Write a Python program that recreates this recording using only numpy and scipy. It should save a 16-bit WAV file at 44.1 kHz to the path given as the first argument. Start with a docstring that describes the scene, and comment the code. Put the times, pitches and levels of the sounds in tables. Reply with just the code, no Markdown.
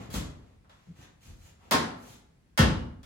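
"""Feet step and scuff in a small tiled laundry room; then a washing machine door is pulled and shut.
The latch snaps in quick clicks that ring the door; the door's blows boom the sheet-steel cabinet.
Heel, hand and door seal add soft thuds. The room smears clicks, blows and footwork over faint house rumble.
A phone with two microphone ports listens from about a metre."""
import sys
import numpy as np
from scipy import signal
from scipy.fft import rfft, irfft, next_fast_len
from scipy.io import wavfile

SR = 44100
rng = np.random.default_rng(int(sys.argv[2]) if len(sys.argv) > 2 else 0)


def put_to_file(sound):
    """Save the sound as 16-bit audio at rate SR, in the file named by the first command-line argument."""
    columns = np.atleast_2d(sound).T  # one column per channel
    safe = np.clip(columns, -1, 1)
    whole_steps = np.round(safe * 32767)
    wavfile.write(sys.argv[1], SR, whole_steps.astype(np.int16))


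N = 134505

# footfalls and toe taps (time [s], level [dB], low cut [Hz], high cut [Hz])
STEPS = [(0.0, 1, 29.4, 265), (0.09, 4, 29.5, 211), (.141, 12.5, 113, 263), (0.171, 11.5, 30.4, 212),
         (0.539, -7.5, 45.5, 108), (.647, -19.5, 695, 985), (.872, -3.5, 49.8, 149.5),
         (0.988, -5.5, 50, 165.4), (1.44, -12.5, 51.8, 145.7)]
# friction strokes (peak time [s], rise [s], fall [s], level [dB], low cut [Hz], high cut [Hz])
SCUFFS = [(-.005, 0.09, 0.073, -42.5, 154, 1200), (0.106, 0.0073, 0.01, -52, 2500, 12200),
          (0.145, 0.022, 0.029, -35, 192, 11100), (.46, 0.072, 0.073, -56, 486, 870),
          (.71, 0.012, 0.31, -61, 1310, 2400), (1.016, 0.055, 0.028, -51, 450, 3800),
          (1.229, 0.02, 0.075, -52, 1800, 6500), (1.299, 0.056, 0.03, -36, 49.2, 54.9),
          (1.46, 0.085, 0.039, -56.5, 400, 9470), (1.654, 0.065, 0.051, -51.5, 400, 1176),
          (2.089, 0.087, 0.062, -52, 200, 11270)]
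# friction spectrum (frequency [Hz], gain [dB])
SCUFF_EQ = [(50, 10), (150, 12.5), (350, 1), (700, 2.5), (1500, -0.5), (3500, 0.5), (5500, -1.5), (7000, 4),
            (8800, -4.5), (12000, 5), (16000, 6)]
# house noise spectrum (frequency [Hz], relative level [dB])
HOUSE_EQ = [(15, -37), (25, -2), (153, -11.5), (185, -9.5), (335, -20.5), (659, -25.5), (1290, -30),
            (1840, -28.5), (2690, -32.5), (16000, -42)]
# latch and handle clicks (time [s], level [dB], high cut [Hz], action [nudge/pull/shut])
CLICKS = [(0.103, -27.5, 14000, "nudge"), (0.14, -16, 14100, "nudge"), (.695, -29, 1720, "nudge"),
          (1.7101, -2.5, 14060, "pull"), (1.721, -2.5, 12000, "pull"), (1.7337, -1.5, 2437, "pull"),
          (1.747, -8.5, 1202, "pull"), (2.576, -2.5, 9900, "shut"), (2.589, -0.5, 4800, "shut"),
          (2.606, -2, 3730, "shut"), (3.031, -32.5, 11900, "nudge")]
# click spectrum (frequency [Hz], gain [dB])
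LATCH_EQ = [(60, -27.5), (250, -18), (600, 3), (1200, 6), (1900, 5.5), (2600, 1), (3500, 4.5), (5000, 3),
            (8000, -1.5), (12000, -0.5), (16000, 7)]
# handle modes (frequency [Hz], T60 [s], level [dB])
HANDLE_MODES = [(559, 0.15, 2.7), (3360, 0.52, 3.6), (7250, .3, 2)]
# door panel modes (frequency [Hz], T60 [s], level pulled [dB], level shut [dB])
DOOR_MODES = [(526.3, 0.57, -9.5, 2), (620, .35, -2, -8.5), (749, 0.55, -2, -13), (870, 0.6, -1, -3.5),
              (928, 0.27, 0.5, -6), (1071, 0.47, 2.5, -6), (1184, 0.17, 1.5, -3.5), (1343, .3, -4.5, 2),
              (1470, .33, -2.5, -1), (1700, 0.4, -0.5, -1), (1835, 0.31, 0.5, 2.5), (2120, 0.18, -4.5, 0),
              (2260, 0.25, -12.5, -1), (2680, .32, -8, 4), (2870, 0.54, -11.5, 1), (3076, 0.44, -6.5, 2.5),
              (3264, .34, -1, 3.5), (4916, .22, 6, 1.5)]
# cushioned contacts (time [s], frequency [Hz], level [dB], length [s])
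THUDS = [(0.141, 59, -35, 0.07), (0.875, 168.4, -44.5, 0.057), (1.741, 258, -26, 0.02),
         (2.593, 76.2, -21.5, 0.077), (2.594, 150.4, -21, 0.025), (2.588, 235.6, -24.5, 0.089)]
# door blows on the cabinet (time [s], level [dB], low cut [Hz], high cut [Hz])
BLOWS = [(1.712, 6.5, 154, 1300), (1.736, 13, 156, 320), (2.583, 11.5, 146, 360), (2.592, 17, 143, 265),
         (2.6, 17.5, 6.5, 130), (2.615, 18, 156, 232)]
# steel cabinet modes (frequency [Hz], T60 [s], level [dB])
CABINET_MODES = [(75.5, 1, 2), (103.1, 0.96, 2), (164.8, 1, -2.5), (239.7, 0.86, 3), (374, 0.31, -9)]
# room decay (frequency [Hz], T60 [s])
ROOM_T60 = [(60, 1), (150, 0.66), (400, 0.66), (1000, 0.61), (2500, 0.46), (5000, 0.48), (9000, 0.24),
            (15000, 0.18)]
# tone of the final sound (frequency [Hz], gain [dB]): deepest bass thinned, lows lifted, and the high treble #
# dips near 13 kHz
FINAL_EQ = [(20, -18.5), (50, 6.5), (11000, -0.5), (13000, -7), (16000, -4)]

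PORT_GAP_M, PORT_LAG_S, BALANCE_DB = 0.3, 0.00047, 0.62
BUILD_S, DIRECT_DB = 0.001, -8.5
GRAIN_SPREAD_DB, GRAIN_SAMPLES = 4.5, 64
SNAP_DB, SNAP_LOW_CUT_HZ, SNAP_DECAY_S = -16, 7000, 0.0013
DOOR_RING_DB, CABINET_RING_DB, HOUSE_DB = -5.52, -20.5, -66.5
MODE_SCATTER, MODE_WIDTH_HZ = 0.007, 7.26


def undb(db):
    """Decibels to gain."""
    return 10 ** (np.asarray(db) / 20)


def along(points, hz):
    """Interpolate (Hz, value) points over log frequency."""
    point_hz, values = np.array(points, float).T
    return np.interp(np.log(hz + 1), np.log(point_hz), values)


def equalise(x, points):
    """Minimum-phase filter through (Hz, dB) points."""
    size = 2 * next_fast_len(x.shape[-1])
    gain = undb(along(points, np.fft.rfftfreq(size, 1 / SR)))
    cepstrum = irfft(np.log(gain))
    cepstrum[1:size // 2] *= 2
    cepstrum[size // 2 + 1:] = 0
    return irfft(rfft(x, size) * np.exp(rfft(cepstrum)))[..., :x.shape[-1]]


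def butter(x, hz, kind, order=2):
    """Butterworth low-pass or high-pass."""
    return signal.sosfilt(signal.butter(order, hz, kind, fs=SR, output="sos"), x)


def band(x, low_hz, high_hz, order=2):
    """High-pass, then low-pass."""
    return butter(butter(x, low_hz, "high", order), high_hz, "low", order)


def add(out, x, start_s):
    """Mix x in at start_s."""
    i = int(start_s * SR)
    out[:, i:i + x.shape[-1]] += x[:, :N - i]


def diffuse(size):
    """Noise from all sides at two ports: alike in the bass, unrelated in the treble."""
    hz = np.fft.rfftfreq(size, 1 / SR)
    coherence = 0.96 * np.sinc(2 * hz * PORT_GAP_M / 343)
    phasors = np.exp(2j * np.pi * rng.random((2, len(hz))))
    mid, side = phasors * np.sqrt([1 + coherence, 1 - coherence])
    return irfft(np.array([mid + side, mid - side]), size) * np.sqrt(size / 2)


def room(wet_db):
    """1 s impulse response: direct sound, then a dense tail whose treble dies first."""
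    t, hz = np.arange(SR) / SR, np.fft.rfftfreq(SR, 1 / SR)
    centres_hz = np.geomspace(60, 15000, 7)
    spectrum, tail = rfft(diffuse(SR)), 0
    for centre_hz, weights in zip(centres_hz, np.eye(len(centres_hz))):
        noise = irfft(spectrum * along(np.c_[centres_hz, weights], hz))
        tail += noise * undb(-60 * t / along(ROOM_T60, centre_hz))
    tail *= 1 - np.exp(-t / BUILD_S)
    response = undb(wet_db) * tail / np.sqrt(np.sum(tail ** 2) / 2)
    response[0, 0] += undb(DIRECT_DB)
    response[1, int(PORT_LAG_S * SR)] += undb(DIRECT_DB)
    return response


def steps():
    """Dull footfalls on tile excite the room."""
    out = np.zeros((2, N))
    for time_s, db, low_hz, high_hz in STEPS:
        add(out, undb(db) * band(room(wet_db=-1.5), low_hz, high_hz), time_s)
    return out


def scuffs():
    """Grainy friction of soles, hand and cloth; each stroke swells and fades into the room."""
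    t, friction = np.arange(-SR, N) / SR, 0  # 1 s lead-in: the first stroke is already under way
    for peak_s, rise_s, fall_s, db, low_hz, high_hz in SCUFFS:
        noise = rng.standard_normal(len(t))
        grain_db = GRAIN_SPREAD_DB * rng.standard_normal(len(t) // GRAIN_SAMPLES + 1)
        grains = noise * undb(np.repeat(grain_db, GRAIN_SAMPLES)[:len(t)])
        stroke = np.exp(-((t - peak_s) / np.where(t < peak_s, rise_s, fall_s)) ** 2)
        friction += undb(db) * stroke * band(grains / grains.std(), low_hz, high_hz, order=1)
    friction = equalise(friction, SCUFF_EQ)
    return signal.fftconvolve(friction[None], room(wet_db=0.5), axes=1)[:, SR:SR + N]


def house_noise():
    """Faint, steady, diffuse rumble and hiss."""
    noise = equalise(diffuse(N), HOUSE_EQ)
    return undb(HOUSE_DB) * noise / noise.std()


def ring(modes):
    """Decaying modes of a loose part: pitch scatters from blow to blow, phase wanders."""
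    t, out = np.arange(SR) / SR, 0
    for hz, t60_s, db in modes:
        lag_s = PORT_LAG_S * rng.uniform(-0.93, 1, (2, 1))
        pitch_hz = hz * (1 + MODE_SCATTER * rng.uniform(-1, 1))
        wander_rad = np.cumsum(rng.standard_normal(SR)) * np.sqrt(2 * np.pi * MODE_WIDTH_HZ / SR)
        out += undb(db - 60 * t / t60_s) * np.sin(2 * np.pi * pitch_hz * (t - lag_s) + wander_rad)
    return out * (1 - np.exp(-t / BUILD_S)) / np.sqrt(SR / 20)


def latch():
    """Hard clicks: the plastic hook's dry snap, the ring of handle or door, the room's response."""
    out, t = np.zeros((2, N)), np.arange(SR) / SR
    modes = {"nudge": HANDLE_MODES,
             "pull": [(hz, t60_s, db) for hz, t60_s, db, _ in DOOR_MODES],
             "shut": [(hz, t60_s, db) for hz, t60_s, _, db in DOOR_MODES]}
    for time_s, db, high_hz, action in CLICKS:
        burst = diffuse(SR) * np.exp(-t / SNAP_DECAY_S)
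        snap = undb(SNAP_DB) * butter(burst, SNAP_LOW_CUT_HZ, "high")
        click = snap + room(wet_db=6.5) + undb(DOOR_RING_DB) * ring(modes[action])
        add(out, undb(db) * butter(click, high_hz, "low", order=1), time_s)
    return equalise(out, LATCH_EQ)


def thuds():
    """Heel, hand or door seal drives one low resonance that briefly swells and dies."""
    out = 0
    for time_s, hz, db, length_s in THUDS:
        t = np.arange(N) / SR - time_s
        swell = np.sin(np.pi * np.clip(t / length_s, 0, 1))
        out += undb(db) * swell * np.sin(2 * np.pi * hz * t)
    return out


def cabinet():
    """The door jerks free or lands on its seal; the steel box booms."""
    out = np.zeros((2, N))
    for time_s, db, low_hz, high_hz in BLOWS:
        boom = room(wet_db=5) + undb(CABINET_RING_DB) * ring(CABINET_MODES)
        add(out, undb(db) * band(boom, low_hz, high_hz), time_s)
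    return out


def scene():
    """Door, feet and house noise, slightly louder on the left."""
    mix = latch() + cabinet() + steps() + thuds() + scuffs() + house_noise()
    return mix * undb([[BALANCE_DB / 2], [-BALANCE_DB / 2]])


def record(dry):
    """Final tone: deepest bass thinned, lows lifted, the high treble dipping near 13 kHz, top cut."""
    top_cut = signal.ellip(8, 0.2, 70, 15900, fs=SR, output="sos")
    return signal.sosfilt(top_cut, equalise(dry, FINAL_EQ))


dry = scene()
out = record(dry)
put_to_file(out)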